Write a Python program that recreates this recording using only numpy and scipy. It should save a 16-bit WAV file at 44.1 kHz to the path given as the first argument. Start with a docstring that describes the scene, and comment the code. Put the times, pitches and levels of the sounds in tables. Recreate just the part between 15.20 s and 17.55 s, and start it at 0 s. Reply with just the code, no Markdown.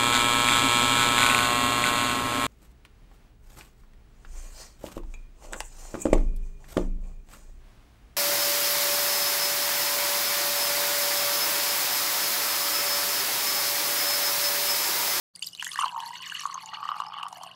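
"""Drops plink and spatter on dry beans in a glass bowl, close to a single microphone in a quiet room.
As the stream of water forms a pool, it drags air under and gurgles. The tones are bubbles: those
trapped by drops chirp upward, big ones gulp and ring the hollow around the stream, and swarms of
small ones fizz through the bowl's resonances. Behind the pour lie faint room noise and a low hum."""
import sys
import numpy as np
from scipy import signal
from scipy.fft import rfft, irfft, next_fast_len
from scipy.io import wavfile
from scipy.ndimage import map_coordinates

SR = 44100
rng = np.random.default_rng(int(sys.argv[2]) if len(sys.argv) > 2 else 0)


def master_out(mix):
    """Clip the mix to full scale and print it as 16-bit PCM to the path in sys.argv[1]."""
    frames = np.transpose(np.atleast_2d(mix))
    ceiling = np.clip(frames, -1, 1)
    pcm = np.round(ceiling * 32767).astype(np.int16)
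    wavfile.write(sys.argv[1], SR, pcm)


N = 103635
TIME = np.arange(N) / SR
AGE = np.arange(2200) / SR  # time since a bubble's birth [s]


# Drops landing in the bowl, close to the microphone (time [s], level [dB], starting pitch [Hz], life [s])
DROPS = [(.153, -32, 4600, 0.0043), (.169, -59.5, 1680, 0.023), (0.16, -25.5, 9400, 0.00087),
         (0.193, -32.5, 8470, 0.0021), (0.223, -26.5, 2656, 0.0097), (0.225, -23, 4500, 0.0028),
         (0.227, -25.5, 7000, 0.0026), (0.233, -27.5, 3340, 0.0026), (0.2443, -28, 5050, 0.0023),
         (0.2625, -40, 7300, 0.00088), (0.2705, -22.5, 4570, 0.0035), (.288, -28.5, 7140, 0.00099),
         (0.35, -25, 3880, 0.0012), (0.396, -26.5, 2680, 0.0074), (.411, -25, 3080, 0.0022),
         (0.489, -30.5, 1830, 0.0043), (0.425, -14.5, 1580, 0.0012), (0.4453, -13.5, 7370, 0.00064),
         (0.45, -30, 3080, 0.0045), (.464, -24.5, 7200, 0.002), (.467, -22, 1670, 0.0034),
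         (0.5164, -23, 3260, 0.002), (0.533, -29, 4740, 0.0024), (0.5579, -20.5, 1570, 0.0024),
         (.575, -29.5, 1550, 0.0095), (0.656, -24.5, 4250, 0.0015), (0.658, -30, 2820, 0.0066),
         (0.681, -26.5, 2990, 0.0026), (0.803, -22, 3050, 0.0014), (0.8603, -33, 4110, 0.0056),
         (1.098, -26, 2690, 0.0035), (1.121, -25.5, 1440, 0.0042), (1.195, -25.5, 5600, 0.0022),
         (1.264, -21.5, 6760, 0.00063), (1.3428, -23.5, 6260, 0.0027), (1.4593, -26.5, 6700, 0.0013),
         (1.8034, -25.5, 7600, 0.00034), (2.03, -22.5, 2740, 0.0022), (1.8651, -35.5, 4870, 0.0027),
         (1.884, -37.5, 5100, 0.0028), (1.936, -37, 3020, 0.006), (2.3136, -37.5, 2710, 0.0053),
         (2.084, -24.5, 8900, 0.00039), (2.127, -23.5, 6000, 0.00043), (2.234, -19, 6500, 0.00012)]

def drops():
    """Each drop smacks and traps a bubble that plinks upward; small ones click more, big ones thud."""
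    s, db, hz, life = np.transpose(DROPS)[:, :, None]
    click = amp(-47) * hz / 5000 * np.exp(-AGE / 0.0005)
    spatter = amp(-12.5) * np.exp(-AGE / 0.003)  # fine droplets thrown off
    band = signal.butter(2, [2500, 9000], "bandpass", fs=SR, output="sos")
    smack = signal.sosfilt(band, rng.standard_normal((len(s), len(AGE))) * (click + spatter))
    thud = amp(-24) * (2800 / hz) ** 2 * bubble(hz=1037, life=0.004, rise_hz_per_s=0)
    plink = 1.193 * bubble(hz, life, rise_hz_per_s=94000)
    return placed(s, amp(db) * (plink + smack + thud))


def bubble(hz, life, rise_hz_per_s, rise_s=0.00554, attack_s=0.00052):
    """A dying sine whose pitch rises as the bubble nears the surface, then levels off."""
    cycles = hz * AGE + rise_hz_per_s * rise_s * (AGE - rise_s * (1 - np.exp(-AGE / rise_s)))
    envelope = np.exp(-(AGE / life / 0.94) ** 1.4) * (1 - np.exp(-AGE / attack_s))
    return envelope * np.sin(2 * np.pi * cycles)


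# Single gulps of trapped air that stand out at close range (time [s], level [dB], pitch [Hz])
GULPS = [(0.5884, -16, 1084), (0.602, -36, 1080), (0.612, -21.5, 1100), (0.625, -21, 1330),
         (.633, -17.5, 1050), (0.6407, -14.5, 1097), (0.659, -22, 930), (0.724, -33, 910),
         (0.744, -27.5, 983), (0.761, -23, 1084), (0.7759, -26, 970), (0.787, -28.5, 1004),
         (0.802, -28.5, 984), (.832, -29.5, 930), (1.534, -28.5, 1260), (1.57, -31, 1130),
         (1.8648, -34.5, 1010), (1.921, -30.5, 1140), (1.254, -17.5, 1128), (1.272, -29.5, 1100),
         (1.298, -29, 1170), (1.345, -29, 1123), (1.354, -27, 1035), (1.377, -27.5, 1140),
         (1.628, -24, 1137), (1.636, -29, 1140), (1.653, -25.5, 1125), (1.689, -18, 1145),
         (1.716, -18.5, 1137), (1.742, -28.5, 1230), (1.8008, -17.5, 1092), (1.819, -23.5, 1086),
         (1.836, -30, 1140), (1.94, -29, 1150), (1.984, -28, 1155), (2.032, -24.5, 1083), (2.054, -27, 944),
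         (2.065, -27, 1156), (2.127, -27, 860), (2.17, -30.5, 730), (2.212, -28.5, 770), (2.235, -31, 1040),
         (2.2635, -30.5, 734)]
# The run of lesser gulps where the stream enters (time [s], relative level [dB])
GURGLE_LEVEL = [(0.4, -72), (0.55, -40), (.63, -25), (0.7, -36), (.79, -32.5), (0.87, -37), (1.0, -43),
                (1.2, -41), (1.33, -34), (1.46, -45.5), (1.54, -36.5), (1.72, -29.5), (1.89, -41.5),
                (2.04, -29), (2.12, -44.0), (2.32, -48.5)]
# Resonance of the hollow around the stream (time [s], pitch [Hz])
HOLLOW_PITCH = [(0.629, 1160), (0.688, 962), (.85, 897), (1.03, 1063), (1.18, 1194), (1.36, 1056),
                (1.68, 1197), (2.08, 1143), (2.3, 1082)]
# A deeper ring as the pool spreads in the bowl (time [s], pitch [Hz])
POOL_PITCH = [(1.46, 875), (2.06, 829), (2.18, 723), (2.32, 650)]
# Strength of that ring (time [s], level [dB])
POOL_LEVEL = [(1.2, -110), (1.45, -43.5), (2.04, -44), (2.3, -53)]

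def gurgle(pitch_spread=0.28, direct_db=-12, ring_db=-2.5, quiet_s=0.0017):
    """Loud single gulps and a run of lesser ones ring the shifting hollow and, later, the pool."""
    loud_s, db, hz = np.transpose(GULPS)[:, :, None]
    water = placed(loud_s, amp(db + 0.5) * gulp(loud_s, hz))
    water = water + amp(ring_db) * resonate(water, HOLLOW_PITCH)
    s, size, draw = swarm(spread_db=18, count=460)
    gap_s = np.abs(s - loud_s.T).min(axis=1, keepdims=True)
    size = size * np.clip(gap_s / quiet_s, 0, 1) ** 3  # lesser gulps give way to a loud one
    hollow_db, pool_db = curve(GURGLE_LEVEL, TIME) - 7, curve(POOL_LEVEL, TIME)
    for pitch, level in (HOLLOW_PITCH, hollow_db), (POOL_PITCH, pool_db):
        hz = curve(pitch, s) * np.exp(pitch_spread * (draw - .5))
        run = placed(s, size * gulp(s, hz))
        water = water + unit(resonate(run, pitch) + amp(direct_db) * run) * amp(level)
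    return water


# Gulps get curter as the pool deepens (time [s], swell time [s])
GULP_SWELL = [(.95, 0.0019), (1.5, 0.0015)]
# Upper modes of the hollow (frequency [Hz], relative level [dB], t60 [s])
HOLLOW_MODES = [(2975, -23, 0.016), (5060, -26.5, 0.0057)]
# These ring more in deeper water (time [s], gain [dB])
HOLLOW_GAIN = [(1.0, -31), (1.6, 8)]

def gulp(s, hz, rise_per_s=0.45, sharpness=1.9):
    """Big bubbles swell for a few cycles and die; each rings the hollow a little differently."""
    swell_s = curve(GULP_SWELL, s)
    progress = AGE / swell_s
    cycles = hz * AGE * (1 + rise_per_s * (AGE / 2 - swell_s))
    wave = (progress * np.exp(1 - progress)) ** sharpness * np.sin(2 * np.pi * cycles)
    chance = rng.standard_normal((len(hz), len(HOLLOW_MODES), 2))
    for k, (mode_hz, db, t60) in enumerate(HOLLOW_MODES):
        ring = np.sin(2 * np.pi * mode_hz * (1 + 0.036 * chance[:, k, :1]) * AGE)
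        ring_db = db + curve(HOLLOW_GAIN, s) + 2 * chance[:, k, 1:] - 60 * AGE / t60
        wave = wave + 2 * amp(ring_db) * (1 - np.exp(-2 * progress)) * ring
    return wave


def resonate(x, pitch, width_hz=60):
    """x through a resonance that follows (time [s], pitch [Hz]) points."""
    turn = np.exp(2j * np.pi * np.cumsum(curve(pitch, TIME)) / SR)
    keep = np.exp(-np.pi * width_hz / SR)
    return 2 * np.real(turn * signal.lfilter([1 - keep], [1, -keep], x / turn))


# Middle bubbles, small bubbles and the bowl's high ring, all close up (time [s], relative level [dB])
BABBLE_LEVEL = [(0.18, -76), (0.26, -42.5), (0.32, -48), (0.41, -35.5), (0.49, -50.5), (0.65, -31),
                (0.73, -47.5), (0.86, -43.5), (1.01, -43), (1.08, -42), (1.28, -42), (1.37, -48),
                (1.54, -38), (1.6, -51), (1.7, -45), (1.89, -53), (2.0, -43.5), (2.12, -58.5),
                (2.32, -49.5)]
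SPRAY_LEVEL = [(0.18, -65.5), (0.24, -31), (0.32, -45.5), (0.44, -42), (0.62, -34), (0.73, -47),
               (0.79, -45.5), (0.9, -41.5), (0.99, -54.5), (1.06, -45), (1.27, -42.5), (1.39, -56),
               (1.47, -44), (1.57, -59), (1.8, -54), (1.92, -73.5), (2.13, -58.5), (2.32, -64)]
RINGING_LEVEL = [(.8, -65), (1.12, -47.5), (1.55, -52), (1.85, -63)]
# The finest crackle, riding on the spray's level (time [s], gain [dB])
MIST_SHARE = [(.25, -10.5), (.7, -15), (1.4, -16), (2.2, -5.5)]
# Resonances of the bowl that colour each size of bubble (frequency [Hz], width [Hz], gain [dB])
BABBLE_MODES = [(1886, 930, -4.5), (2900, 198, 5.5), (4335, 580, -7.5)]
SPRAY_MODES = [(4760, 5400, -1.5), (5910, 103, 1.5), (6470, 260, -2), (7466, 550, -5.5)]
MIST_MODES = [(8950, 490, 12), (10640, 2500, 7.5), (13500, 890, -7)]

def splash(clumps_per_s=40, clump_db=6.5):
    """The stream splashes unevenly, so four layers of fizzing bubbles surge together."""
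    clumps = map_coordinates(rng.standard_normal(600), [TIME * clumps_per_s], mode="mirror")
    surge = amp(clump_db * np.tanh(clumps))
    babble = fizz(BABBLE_LEVEL, BABBLE_MODES, surge, gain_db=-2.5, count=4000)
    spray = fizz(SPRAY_LEVEL, SPRAY_MODES, surge, gain_db=-6, count=2000)
    mist = fizz(SPRAY_LEVEL, MIST_MODES, surge, gain_db=2.5, count=1000) * amp(curve(MIST_SHARE, TIME))
    ringing = fizz(RINGING_LEVEL, [(4420, 115, 0)], surge, gain_db=-4.5, count=3000)
    return babble + spray + mist + ringing


# Bigger bubbles need deeper water in the bowl (time [s], lowest pitch [Hz])
LOWEST_PITCH = [(.36, 2540), (.5, 1400)]

def fizz(level, modes, surge, gain_db, count, wash_db=-18):
    """Short-lived bubbles of one size class on a wash of tiny ones, heard through the bowl's modes."""
    s, size, draw = swarm(spread_db=34, count=count)
    low_hz, high_hz = modes[0][0], modes[-1][0]
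    hz = 0.798 * low_hz + (1.194 * high_hz - 0.996 * low_hz) * draw
    size = size * (hz > curve(LOWEST_PITCH, s))
    age = AGE[:400]
    life_cycles = 2.8 * np.exp(0.55 * rng.uniform(-1.2, 1.2, (count, 1)))
    progress = age * hz / life_cycles
    pops = placed(s, size * progress * np.exp(-progress) * np.sin(2 * np.pi * hz * age))
    wash = filtered(rng.standard_normal(N), lambda f: (f > .85 * low_hz) & (f < 1.1 * high_hz))
    source = (unit(pops) + amp(wash_db) * unit(wash)) * surge
    bowl = lambda f: sum(amp(db) * 1j * f * width / (centre ** 2 - f ** 2 + 1j * f * width)
                         for centre, width, db in modes)
    return unit(filtered(source, bowl)) * amp(curve(level, TIME) + gain_db)


# Short decay of the room around the microphone (frequency [Hz], t60 [s])
ROOM_DECAY = [(300, 0.12), (1200, 0.25), (4000, 0.13), (14000, 0.19)]

def room(x, count=10, echo_db=-16, tail_db=-15.5):
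    """Early echoes from bowl and table, then a faint tail."""
    hz, t, spectrum = signal.stft(rng.standard_normal(SR // 2), SR, nperseg=256)
    tail = signal.istft(spectrum * amp(-60 * t / along(ROOM_DECAY, hz)[:, None]), SR, nperseg=256)[1]
    delays = (rng.uniform(0.00064, .016, count) * SR).astype(int)
    echoes = np.bincount(delays, rng.choice([-1, 1], count), len(tail)) / np.sqrt(count)
    return signal.fftconvolve(x, amp(tail_db) * tail / np.linalg.norm(tail) + amp(echo_db) * echoes)[:N]


# Room tone at the microphone (frequency [Hz], relative spectral level [dB])
ROOM_TONE = [(25, -25), (85, 4.5), (140, 7), (220, 3.5), (450, -1), (1500, -2.5), (6000, -50)]
# Hum in the room, well behind the pour (frequency [Hz], level [dB])
HUM = [(120, -72.5), (175, -68)]

def background(air_db=-66.5):
    """Low room noise and a steady hum."""
    air = unit(filtered(rng.standard_normal(N), lambda hz: amp(along(ROOM_TONE, hz))))
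    hum = sum(amp(db) * np.sqrt(2) * np.sin(2 * np.pi * (hz * TIME + rng.random())) for hz, db in HUM)
    return amp(air_db) * air + hum


def swarm(spread_db, count):
    """Start times, amplitudes and a 0-1 pitch draw for bubbles scattered unevenly through the pour."""
    jitter, faintness, draw = rng.random((count, 3)).T[:, :, None]
    starts = (np.arange(count)[:, None] + 2 * jitter) / count * N / SR
    return starts, amp(-spread_db * np.sqrt(faintness)), draw


def placed(starts, waves):
    """Each row of waves summed in at its start time."""
    at = np.round(starts * SR).astype(int).reshape(-1, 1) + np.arange(waves.shape[1])
    return np.bincount(at.ravel(), waves.ravel(), N)[:N]


def amp(db):
    """Decibels to gain."""
    return 10 ** (np.asarray(db) / 20)


def unit(x):
    """Scaled to rms 1."""
    return x / np.sqrt(np.mean(x ** 2) + 1e-20)


def along(points, hz):
    """(frequency [Hz], value) points read on a log axis."""
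    f, v = np.transpose(points)
    return np.interp(np.log(hz + 1), np.log(f + 1), v)


def curve(rows, s):
    """(time [s], value) points read at the times s."""
    return np.interp(s, *np.transpose(rows))


def filtered(x, response):
    """x shaped by a frequency response."""
    m = next_fast_len(N + SR // 2)
    return irfft(rfft(x, m) * response(np.fft.rfftfreq(m, 1 / SR)), m)[:N]


def scene():
    """The close pour in its room, in mono; bubbles give off no bass."""
    low_cut = signal.butter(6, 750, "highpass", fs=SR, output="sos")
    water = signal.sosfilt(low_cut, splash() + drops() + gurgle())
    return (water + room(water) + background())[None]


def record(dry, start_s=0.1364, fade_s=0.024, top_hz=15900):
    """The microphone channel opens quickly out of silence and passes nothing above top_hz."""
    opened = np.clip((TIME - start_s) / fade_s, 0, 1)
    return filtered(dry[0] * opened, lambda hz: hz < top_hz)[None]


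dry = scene()
out = record(dry)
master_out(out)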